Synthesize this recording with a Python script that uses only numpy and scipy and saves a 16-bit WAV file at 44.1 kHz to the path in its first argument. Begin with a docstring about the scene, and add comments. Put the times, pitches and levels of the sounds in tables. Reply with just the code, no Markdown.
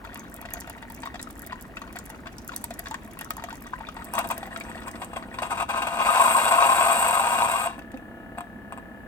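"""Pod coffee maker finishing a brew

A thin stream falls into a ceramic mug: trapped bubbles ring as plops and patter while foam films tick.
Air then blows the pod dry: filtered noise spits grow into a sputter of random pops ringing the spout,
with gliding gulps on top; it stops abruptly while last drops fall and a diaphragm pump purrs on as
periodic knocks and chirps. A low feed drone and shaped room noise lie beneath, heard at two ports."""
import sys
import numpy as np
from scipy import signal
from scipy.fft import rfft, irfft
from scipy.io import wavfile
from scipy.ndimage import uniform_filter1d, map_coordinates

SR = 44100
rng = np.random.default_rng(int(sys.argv[2]) if len(sys.argv) > 2 else 0)


def unload_wav(signal):
    """Save mono or channel-first audio to the path in sys.argv[1] as 16-bit WAV at rate SR, clipped to [-1, 1]."""
    wavfile.write(
        sys.argv[1],
        SR,
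        np.round(np.clip(np.atleast_2d(signal).T, -1, 1) * 32767).astype(np.int16),
    )


N = 399987

# Event and resonance levels are relative: trims, filters and the ports act on them later.
# air blowing the pod dry swells, eases and stops: t/s, level/dB, spray hiss relative to it/dB
PURGE = [(5.697, -31, -20.5), (5.89, -31.5, -17), (6.06, -22, -16), (6.21, -20.5, -10.5),
         (6.3, -21.5, -8.5), (6.6, -20.5, -13), (6.9, -22, -8), (7.13, -22, -11.5), (7.664, -26, -11),
         (7.709, -38, -20), (7.765, -48, -22)]
# air spitting through the spout: t/s, level/dB, hold/s
SPITS = [(4.136, -20.5, 0.019), (4.168, -17.5, 0.043), (4.18, -15, 0.0099), (4.24, -21, 0.0094),
         (4.3, -15.5, 0.021), (5.016, -26, 0.022), (5.131, -26.5, 0.0049), (5.163, -22.5, 0.0053),
         (5.34, -27.5, 0.0025), (5.385, -27.5, 0.016), (5.419, -17, 0.015), (5.444, -21, 0.027),
         (5.504, -16, 0.024), (5.545, -24.5, 0.016), (5.571, -20.5, 0.017), (5.598, -16, 0.011),
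         (5.619, -14.5, 0.008), (5.689, -16.5, 0.021), (5.77, -16, 0.013), (5.819, -17, 0.005),
         (5.869, -17, 0.0023), (8.377, -31, 0.0089), (8.404, -33, 0.004), (8.724, -35.5, 0.0035),
         (8.777, -42.5, 0.0085)]
# the biggest bubbles blown at the spout during the sputter: t at their loudest/s, level/dB, f/Hz
GULPS = [(6.071, -14, 1053), (6.092, -12, 1232), (6.12, -29, 1040), (6.174, -7.5, 1036), (6.204, -6, 1071),
         (6.254, -9, 1020), (6.354, -6.5, 1058), (6.375, -14, 930), (6.522, -11, 1078), (6.587, -7, 1055),
         (6.616, -9.5, 1085), (6.665, -25, 1066), (6.697, -9, 1050), (6.729, -17, 1030), (6.827, -14, 1080),
         (6.874, -15, 1104), (6.911, -14, 1100), (6.934, -22, 954), (7.023, -17, 796), (7.091, -13, 978),
         (7.114, -19, 983), (7.211, -16, 800), (7.238, -22, 970), (7.43, -13, 970), (7.556, -16, 1120),
         (7.662, -17.5, 686)]
# last films bursting at the emptied spout: t/s, level/dB
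BURSTS = [(7.781, -33), (7.791, -37), (8.384, -22), (8.407, -24), (8.7235, -24), (8.731, -43),
          (8.7755, -30), (8.783, -32.5)]
# resonances of the spout and the hollow under it: f/Hz, nominal width/Hz, level/dB
SPOUT = [(520, 60, -17.5), (682, 48, -2.5), (808, 52, -4), (957, 36, -0.5), (1058, 45, 1.5), (1232, 36, -5),
         (1395, 50, -12), (1540, 45, -6.5), (1850, 200, -25), (2116, 28, -11), (2400, 120, -14),
         (2560, 130, -12.5), (2750, 100, -13), (3060, 90, -25), (3330, 90, -19.5), (3760, 80, -19),
         (4200, 90, -24), (4600, 250, -32), (5100, 220, -32.5), (5610, 190, -34), (6150, 160, -31),
         (6680, 240, -30.5)]
# resonances colouring the fine spray: f/Hz, nominal width/Hz, level/dB
SPRAY = [(7780, 570, -6), (8340, 390, 2), (8890, 250, -0.5), (11890, 3200, -14.5), (14670, 580, -26)]
# the larger bubbles trapped by the stream: t/s, level/dB, f/Hz, splash relative to the bubble/dB
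PLOPS = [(0.041, -33.5, 970, -7), (0.049, -30.5, 1370, -2), (0.09, -39, 970, -7), (0.13, -37, 713, 7),
         (0.415, -36, 835, 1), (0.452, -29.5, 675, 2), (0.456, -31, 2600, 2), (0.487, -33.5, 1980, -6),
         (0.506, -35, 2760, -1), (0.539, -30, 680, 1), (0.569, -31.5, 666, 2), (0.617, -33.5, 1540, 7),
         (0.644, -40, 1400, -8), (0.674, -34, 760, 5), (0.699, -30.5, 870, 5), (0.825, -33, 894, -2),
         (0.826, -33, 1900, -9), (0.902, -32, 900, 4), (1.0335, -28.5, 930, -5), (1.057, -25.5, 1060, 0),
         (1.072, -26, 1086, -8), (1.142, -29.5, 696, 2), (1.155, -29.5, 750, 7), (1.194, -30, 3900, -6),
         (1.272, -33, 1280, -6), (1.522, -27, 972, -2), (1.529, -26, 993, -10.5), (1.768, -33, 1340, -3),
         (1.77, -27, 2600, -4), (1.817, -29.5, 1120, -5.5), (1.839, -39, 1420, -8), (1.875, -37, 1030, -3),
         (1.956, -29.5, 702, 2), (1.967, -29, 1510, 1), (2.099, -30.5, 860, 2.5), (2.145, -37.5, 1330, 2),
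         (2.258, -38, 800, 17), (2.269, -28.5, 1087, 6), (2.492, -27.5, 1420, -8), (2.518, -30.5, 1050, -4),
         (2.533, -32, 960, -4), (2.538, -34, 3800, -8), (2.641, -30, 920, -4), (2.707, -26.5, 672, -0.5),
         (2.793, -31, 690, 2), (2.857, -29.5, 1560, 2), (2.869, -24.5, 1080, 10), (2.911, -25.5, 880, -6),
         (2.917, -30, 905, -11), (2.942, -25.5, 1060, -1), (2.945, -27, 1790, -8), (3.171, -31.5, 1050, -6),
         (3.191, -31, 2670, -3), (3.211, -25.5, 870, 5), (3.306, -25, 1246, -4.5), (3.368, -31.5, 1040, -9),
         (3.381, -32, 870, -10), (3.396, -31, 1210, -2), (3.423, -30, 916, -1), (3.438, -24.5, 694, 3),
         (3.486, -31, 1150, -7), (3.505, -28, 1420, 5), (3.527, -30.5, 900, -6), (3.665, -34, 1160, -1),
         (3.727, -38, 1010, -4), (3.734, -22.5, 1016, -20), (3.737, -26, 1540, -9), (3.808, -28, 870, -8.5),
         (3.85, -36, 2360, -8), (3.869, -32.5, 3560, -9), (3.887, -26, 1226, -3.5), (3.968, -27.5, 890, -7),
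         (4.02, -31.5, 1250, 1), (4.18, -18, 1095, -4), (4.303, -21, 915, 1), (4.379, -33, 660, -10),
         (4.429, -24.5, 790, -2), (4.456, -32, 1980, -7), (4.472, -32, 790, -10), (4.474, -38, 1990, -12),
         (4.528, -32, 1840, -12), (4.561, -22.5, 1360, 1), (4.609, -25, 2320, -11), (4.651, -39, 1820, -10),
         (4.715, -32, 1860, -2), (4.748, -33, 1830, -9), (4.754, -29.5, 660, -1), (4.776, -33, 2730, -6),
         (4.818, -32, 1250, 2), (4.88, -30, 2380, 1), (4.938, -37, 2000, -6), (4.955, -35, 1440, 7),
         (5.018, -25, 740, 2), (5.161, -27, 3250, -3), (5.165, -26.5, 668, -9), (5.224, -33, 1180, -1),
         (5.386, -21.5, 1014, -5), (7.791, -38.5, 1460, -7), (7.792, -37, 2580, -11), (7.941, -34, 790, -3),
         (7.973, -39, 2560, -11), (8.373, -33, 698, -7), (8.406, -39, 697, -13)]
# droplets flung against the mug's wall: t/s, level/dB
SPATTER = [(0.158, -23), (0.537, -31), (1.034, -23), (2.6405, -27), (2.9444, -26), (3.3071, -18),
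           (3.44, -29), (3.967, -28), (4.379, -29), (4.5615, -26), (5.018, -26), (7.822, -35), (7.918, -34)]
# the stream's patter until the flow ends: t/s, level/dB
STREAM = [(0, -48), (2.5, -53.5), (3.35, -49), (4.8, -48), (7.7, -57), (8.0, -70)]
# resonances of the air in the mug: f/Hz, nominal width/Hz, level/dB
MUG = [(666, 56, 3.5), (920, 85, 0.5), (1090, 96, -0.5), (1500, 850, -2), (1900, 160, 5), (2450, 940, -5),
       (3430, 2200, -8.5), (7350, 2000, -21.5)]
# the loudest foam bubbles bursting: t/s, level/dB, f/Hz
TICKS = [(0.1448, -23, 11600), (0.342, -24.5, 11300), (0.3643, -28, 11600), (0.4145, -24, 11300),
         (0.505, -32, 11500), (0.537, -12.5, 11460), (0.608, -17.5, 8800), (0.6724, -33, 11100),
         (0.6975, -21.5, 11000), (0.823, -34.5, 8100), (0.9004, -27.5, 11600), (0.9218, -27, 11700),
         (1.021, -28, 7900), (1.2151, -24, 7700), (1.228, -16.5, 7240), (1.3054, -33, 11500),
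         (1.394, -23, 11800), (1.42, -25.5, 11700), (1.6242, -28, 11700), (1.9627, -26, 11400),
         (1.988, -19.5, 7400), (2.0563, -28, 11600), (2.102, -27, 11300), (2.3835, -22.5, 5300),
         (2.478, -19.5, 11550), (2.563, -11.5, 11300), (2.488, -28, 6560), (2.642, -9.5, 11100),
         (2.7062, -26, 7500), (2.74, -25.5, 6800), (2.793, -13.5, 11250), (2.9113, -23, 7100),
         (2.943, -24, 6900), (3.19, -20.5, 11400), (3.211, -20.5, 11300), (3.306, -11.5, 15200),
         (3.368, -23.5, 11300), (3.422, -39, 6560), (3.44, -22, 7200), (3.505, -46, 6100),
         (3.529, -33, 7000), (4.137, -14.5, 11000), (4.153, -18.5, 7700), (4.19, -10.5, 11100),
         (4.273, -28, 11000), (4.2892, -21, 11700), (4.312, -17, 11500), (4.3795, -18.5, 11900),
         (4.882, -25.5, 7560), (4.914, -25, 8700), (5.0465, -22, 7800), (7.792, -32, 8600),
         (7.918, -37, 8600), (7.9731, -39.5, 9000)]
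# air pump loudness: t/s, knock level/dB, valve chirp level/dB
PUMP_LEVELS = [(3.9, -85, -90), (4.15, -44, -57), (5.3, -46, -66), (7.0, -46, -59), (7.9, -50, -52),
               (8.2, -47.5, -52), (9.07, -48, -51.5)]
# air pump speed, faster once the pod is clear: t/s, stroke rate/Hz
STROKES = [(3.9, 25), (4.15, 31.5), (5.3, 32.7), (7.0, 31.2), (7.9, 33.5), (8.2, 33.68)]
# resonances of the pump housing: f/Hz, nominal width/Hz, level/dB
HOUSING = [(99.4, 14.4, -3.5), (221.3, 46, 2), (313, 87, -4), (508, 44, -4.5), (663.4, 43, -0.5),
           (797, 44, -5.5), (916, 12.5, -5.5), (1170, 36, -17), (1280, 21, -10), (1460, 41, -20),
           (1444, 28, -9), (2040, 33, -26), (2360, 22, -24), (2890, 34, -13)]
# resonances of the valve's chamber: f/Hz, width/Hz, level/dB
VALVE = [(1722, 26, 9), (1700, 560, -6)]
# soft, low gulps as the emptied line settles: t/s, level/dB, f/Hz
GLUGS = [(7.775, -37, 277), (7.937, -29, 260)]
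# spectrum of the kitchen background: f/Hz, relative level per Hz/dB
KITCHEN = [(15, -47), (42, -3), (145, -9.5), (230, -1), (430, -14.5), (680, -15), (1000, -20.5),
           (1700, -25.5), (2800, -34.5), (3900, -44), (5400, -51.5), (8500, -46), (16000, -45)]
# the two microphone ports: f/Hz, left minus right/dB, left lag/ms, reflections relative to direct/dB
PORTS = [(197, -2, 0.028, -6.5), (670, 3, -0.012, -9), (970, 1.5, -0.13, -1.5), (1110, 7.5, -0.065, -5.5),
         (1250, 10, -0.17, -3), (1510, 9, -0.14, -5.5), (1970, 0, -0.18, -2.5), (2600, 3.5, -0.1, -1.5),
         (2850, -0.5, -0.13, 0.5), (3830, 1, -0.089, 2.5), (5570, -4.5, 0.13, 0), (6330, -0.5, 0.2618, 0.5),
         (16700, 0.5, 0.26, -20)]

T = np.arange(N) / SR  # time of each sample, s
TAPS = 8192  # length of every filter, samples
FREQS = np.maximum(np.arange(TAPS // 2 + 1) * SR / TAPS, 1)  # Hz
# 60 dB decay of a 1 kHz bubble under the stream and in still coffee; higher-pitched ones die sooner
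STIRRED_T60_S, STILL_T60_S, RING_SLOPE = 0.035, 0.16, 0.95
# air seeps past the last liquid between these times
SEEP_FROM_S, SEEP_TO_S, SEEP_DB = 3.96, 5.6, -48.5
# the water feed drones evenly, then dies away
FEED_DB, FEED_END_S, FEED_FADE_DB_PER_S = -51, 4.9, 6
KITCHEN_DB, TOP_HZ = -45, 16600


def undb(db):
    """Amplitude ratio of a level in decibels."""
    return 10 ** (np.asarray(db) / 20)


def unit(x):
    """Normalisation to unit rms amplitude."""
    return x / np.sqrt(np.mean(x ** 2))


def curves(table):
    """Linear interpolation of each column of a time table at every sample."""
    s, *columns = np.transpose(table)
    return [np.interp(T, s, c) for c in columns]


def across(table):
    """Interpolation of each column over the logarithm of frequency."""
    hz, *columns = np.transpose(table)
    return [np.interp(np.log(FREQS), np.log(hz), c) for c in columns]


def during(start, end, fade):
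    """A gate open from start to end, with linear fades outside."""
    return np.interp(T, [start - fade, start, end, end + fade], [0, 1, 1, 0])


def walk(rate):
    """A smooth random wander of unit rms, moving between about `rate` random values per second."""
    hold = max(int(SR / rate), 1)
    steps = np.repeat(rng.standard_normal(N // hold + 1), hold)
    return unit(uniform_filter1d(steps, hold)[:N])


def causal(gain):
    """Minimum phase: folding the cepstrum gives the causal impulse response of a gain curve."""
    cepstrum = irfft(np.log(gain + 1e-9))
    cepstrum[1:TAPS // 2] *= 2
    cepstrum[TAPS // 2 + 1:] = 0
    return irfft(np.exp(rfft(cepstrum)))


def body(modes, skirt):
    """Superposition of resonances by power; a larger skirt deepens the valleys between them."""
    power = 0
    for hz, width, db in modes:
        detuning = (FREQS / hz - hz / FREQS) * hz / width
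        power = power + undb(db) ** 2 / (1 + detuning ** 2) ** skirt
    return causal(np.sqrt(power))


def through(x, response):
    """Convolution with an impulse response, keeping the length of x."""
    return signal.fftconvolve(x, response[:len(x)])[:len(x)]


def decay(t, t60):
    """Exponential damping: a fall of 60 dB in t60."""
    return np.exp(-np.log(1000) * t / max(t60, 1e-4))


def add(track, s, sound, db):
    """Superposition of one sound at time s, scaled to this peak level."""
    i = min(max(int(s * SR), 0), N - 1)
    track[i:i + len(sound)] += (undb(db) * sound / np.abs(sound).max())[:N - i]


def bubble(t, hz, t60, rise):
    """Damped bubble resonance, rising in pitch as the bubble nears the surface."""
    stretch = 1 + rise * t / max(t60, 1e-3) / 2
    return decay(t, t60) * np.sin(2 * np.pi * hz * t * stretch)


def drifting(x, share, rate):
    """Frequency modulation by a wandering time warp, which bends every resonance in x together."""
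    bend = walk(rate)
    bend = bend - uniform_filter1d(bend, size=TAPS)  # no slow drift
    moments = np.arange(N) + np.cumsum(share * bend)
    return map_coordinates(x, [moments], order=3, mode="mirror")


def pops(rate, spread_db):
    """A random impulse train: dense bursting films of uneven size."""
    struck = rng.random(N) < rate / SR
    return unit(struck * rng.standard_normal(N) * undb(spread_db * rng.standard_normal(N)))


def sputter(spout, spray, seep_flutter_db=4, seep_hiss_db=-7, hiss_db=1.5, purge_db=0.87,
            flutter_db=0.26, flutter_rate=110, hiss_flutter_db=2, surge_db=0.6, surge_rate=24):
    """Impulsive excitation of resonances: air tears coffee into pops in the spout and hissing spray."""
    seep = undb(SEEP_DB) * during(SEEP_FROM_S, SEEP_TO_S, 0.014)
    seep = seep * unit(undb(seep_flutter_db * walk(45)))
    level_db, spray_db = curves(PURGE)
    blow = undb(level_db + purge_db) * during(PURGE[0][0], PURGE[-1][0], 0.018)
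    flutter = unit(undb(flutter_db * walk(flutter_rate)))
    surging = pops(2000, 0.82) * undb(surge_db * walk(surge_rate))
    gargle = unit(drifting(through(surging, spout), share=0.008, rate=18))
    hiss = unit(through(pops(7600, 0.65) * undb(hiss_flutter_db * walk(150)), spray))
    # seeping and blowing air combine by power
    gargle_gain = np.hypot(seep, blow)
    hiss_gain = np.hypot(seep * undb(seep_hiss_db), blow * undb(spray_db + hiss_db))
    return flutter * (gargle * gargle_gain + hiss * hiss_gain)


def gulps(swell_s=0.0045, rise=0.049, rise_time=0.058, trim_db=-4.5):
    """A swelling, damped oscillator: a big bubble at the spout rings for a moment, gliding upward."""
    out, t = np.zeros(N), T[:TAPS // 2]
    swell = t ** 2 * np.exp(-t / swell_s)  # greatest at twice swell_s
    for s, db, hz in GULPS:
        ring = np.sin(2 * np.pi * hz * t * (1 + rise * (t / 2 - 2 * swell_s) / rise_time))
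        add(out, s - 2 * swell_s, swell * ring, db + trim_db)
    return out


def spits(spout, spray, spray_db=-15, opening=0.0011, release_t60=0.054):
    """Turbulent noise bursts: coffee plugs open the spout quickly, hold, and release as droplets."""
    out, t = np.zeros(N), T[:TAPS]
    for s, db, hold in SPITS:
        envelope = decay(np.maximum(t - hold, 0), release_t60) * np.minimum(t / opening, 1)
        tear, mist = rng.standard_normal((2, TAPS)) * envelope
        add(out, s, unit(through(tear, spout)) + undb(spray_db) * unit(through(mist, spray)), db)
    return out


def bursts(spout, spray, spray_db=-11, spray_t60=0.008, soft_hz=1900):
    """Impulse response of the spout: a snapping film gives one softened knock and a pinch of spray."""
    out, t = np.zeros(N), T[:TAPS]
    knock = signal.lfilter(*signal.butter(1, min(soft_hz, SR / 4), fs=SR), spout)
    for s, db in BURSTS:
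        mist = rng.standard_normal(TAPS) * decay(t, spray_t60)
        add(out, s, knock, db)
        add(out, s, through(mist, spray), db + spray_db)
    return out


def plops(mug, splash_t60=0.034, rise=0.047, trim_db=2.5, count=26, small_db=-43, small_spread_db=3.5,
          small_hz=1500, octaves=0.72, small_splash_db=2, pinch_s=0.0011, droplet_db=4):
    """Bubble resonance: each bubble pinches off and rings, and its droplets excite the mug's air."""
    out, t = np.zeros(N), T[:TAPS // 2]
    small = []  # scattered at random among the large ones until the purge
    for k in range(count):
        s = (k + rng.random()) / count * PURGE[0][0]
        db = small_db + small_spread_db * rng.standard_normal()
        hz = min(small_hz * 2 ** (octaves * rng.standard_normal()), SR / 8)
        small.append((s, db, hz, small_splash_db))
    attack = np.minimum(t / pinch_s, 1)
    for s, db, hz, splash_db in small + PLOPS:
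        t60 = STIRRED_T60_S if s < STREAM[-1][0] else STILL_T60_S
        t60 = t60 * (hz / 1000) ** -RING_SLOPE
        grit, size = rng.standard_normal((2, len(t)))
        splash = through(grit * undb(droplet_db * size) * decay(t, splash_t60), mug)
        splash = splash * undb(splash_db) / np.abs(splash).max()
        add(out, s, attack * (bubble(t, hz, t60, rise) + splash), db + trim_db)
    return out


def spatter(mug):
    """Impulse response of the mug: a droplet slaps the wall and one sharp click rings the air."""
    out = np.zeros(N)
    for s, db in SPATTER:
        add(out, s, mug, db)
    return out


def patter(mug, count=2000, centre_hz=2200, octaves=1.0, cycles=20, spread_db=1.5, surge_db=2):
    """Random superposition of small, short-lived bubbles, surging as the stream breaks into beads."""
    out, t = np.zeros(N), T[:TAPS // 8]
    draws = zip(rng.random(count), rng.standard_normal(count), rng.exponential(size=count))
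    for when, pitch, size in draws:
        hz = min(centre_hz * 2 ** (octaves * pitch), SR / 4)
        add(out, when * T[-1], bubble(t, hz, cycles / hz, 0.15), spread_db * min(size, 3))
    surging = out * undb(surge_db * walk(30))
    return unit(through(surging, mug)) * undb(curves(STREAM)[0])


def tick(grit, hz, t60, width=0.91, ring_t60=0.0037, ring=0.94):
    """Sudden release of a film: a very short band-passed crack, and the open cavity pings."""
    hz, t = np.clip(hz, 2000, .4 * SR), T[:len(grit)]
    band = signal.iirpeak(hz, max(1 / width, 1), fs=SR)
    crack = signal.lfilter(*band, grit * decay(t, t60))
    return crack + ring * bubble(t, hz, ring_t60, 0)


def foam(t60=0.0066, count=210, fizz_db=-45, spread_db=7.0, fizz_hz=9200, low_hz=5000, rarest=0.053):
    """Random film rupture: loud bursts, and a fizz of faint ones until the feed starts to fade."""
    out = np.zeros(N)
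    for s, db, hz in TICKS:
        add(out, s, tick(rng.standard_normal(TAPS // 8), hz, t60), db)
    for when, size, pitch in rng.random((count, 3)):
        db = fizz_db - spread_db * np.log(max(size, rarest))  # few loud, many faint
        hz = fizz_hz * 2 ** (1.5 * (pitch - .5))
        add(out, when * FEED_END_S, tick(rng.standard_normal(TAPS // 8), hz, t60), db)
    return signal.sosfilt(signal.butter(2, low_hz, "high", fs=SR, output="sos"), out)


def air_pump(scatter_db=2.0, rasp_db=-44, chirp_hz=2150, fall_hz_per_s=125000, chirp_length=0.007):
    """Periodic excitation: each diaphragm stroke knocks the housing; its valve chirps downward."""
    rate, = curves(STROKES)
    knock_db, chirp_db = curves(PUMP_LEVELS)
    turns = np.cumsum(rate) / SR
    age = turns % 1 / rate  # seconds since the stroke
    offset = ((turns + .5) % 1 - .5) * SR / rate  # samples from the nearest stroke
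    strokes = np.sinc(offset) * undb(scatter_db * walk(29))
    rasp = undb(rasp_db) * rng.standard_normal(N) * decay(age, 0.079)
    knock = unit(through(strokes + rasp, body(HOUSING, skirt=1.87)))
    opening = np.sin(np.pi * np.minimum(age / chirp_length, 1)) ** 2
    chirp = unit(opening * np.sin(2 * np.pi * age * (chirp_hz - fall_hz_per_s * age / 2)))
    chirp = unit(through(chirp, body(VALVE, skirt=1)))
    return knock * undb(knock_db) + chirp * undb(chirp_db)


def glugs(t60=0.069, rise=0.033, overtone=2.0, overtone_db=-9):
    """Damped low resonance: a slug of water in the line swells and dies, with a faint overtone."""
    out, t = np.zeros(N), T[:TAPS]
    for s, db, hz in GLUGS:
        low = bubble(t, hz, t60, rise)
        high = undb(overtone_db) * bubble(t, overtone * hz, t60, rise)
        add(out, s, t * (low + high), db)
    return out


def water_feed(hz=52, width_hz=13):
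    """Narrow-band noise: one broad low resonance makes an unsteady drone inside the machine."""
    level_db = FEED_DB - FEED_FADE_DB_PER_S * np.maximum(T - FEED_END_S, 0)
    drone = through(rng.standard_normal(N), body([(hz, width_hz, 0)], skirt=0.83))
    return unit(drone) * undb(level_db)


def kitchen(side_db=-11, apart_hz=1400):
    """Diffuse room noise: the two channels are most alike in the bass, where wavelengths are long."""
    gain = undb(across(KITCHEN)[0])
    side_share = np.clip(FREQS / apart_hz, min(undb(side_db), 1), 1)
    mid = through(rng.standard_normal(N), causal(gain))
    side = through(rng.standard_normal(N), causal(gain * side_share))
    return undb(KITCHEN_DB) * np.array([mid + side, mid - side]) / np.std(mid)


def ports(x, nook_t60=.035, room_t60=.35, room_db=-21):
    """Interchannel level and delay at two ports, with reflections from machine nook and kitchen."""
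    balance_db, lag_ms, echo_db = across(PORTS)
    t, lead, out = T[:TAPS], TAPS // 16, []
    for sign in (1, -1):  # left, right: each takes half the difference
        echoes = rng.standard_normal(TAPS) * (decay(t, nook_t60) + undb(room_db) * decay(t, room_t60))
        direct = np.exp(-1j * np.pi * FREQS * sign * lag_ms / 1000)
        paths = direct + undb(echo_db) * rfft(echoes / np.linalg.norm(echoes))
        # reflections spread the sound in time but leave its broad colour alone
        paths = paths / np.sqrt(uniform_filter1d(np.abs(paths) ** 2, size=25))
        response = np.roll(irfft(paths * undb(sign * balance_db / 2)), lead)
        out.append(signal.fftconvolve(x, response)[lead:lead + N])
    return np.array(out)


def scene():
    """Superposition of spout, mug and pump at the ports, over the feed drone and the kitchen."""
    mug, spout, spray = body(MUG, skirt=1.86), body(SPOUT, skirt=1.157), body(SPRAY, skirt=2.14)
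    purge = sputter(spout, spray) + gulps() + spits(spout, spray) + bursts(spout, spray)
    pour = plops(mug) + spatter(mug) + patter(mug) + foam()
    machine = air_pump() + glugs()
    return ports(purge + pour + machine) + water_feed() + kitchen()


def record(dry):
    """Band limitation: a steep elliptic low-pass cuts the top of the treble."""
    return signal.sosfilt(signal.ellip(8, .2, 70, TOP_HZ, fs=SR, output="sos"), dry)


dry = scene()
out = record(dry)
unload_wav(out)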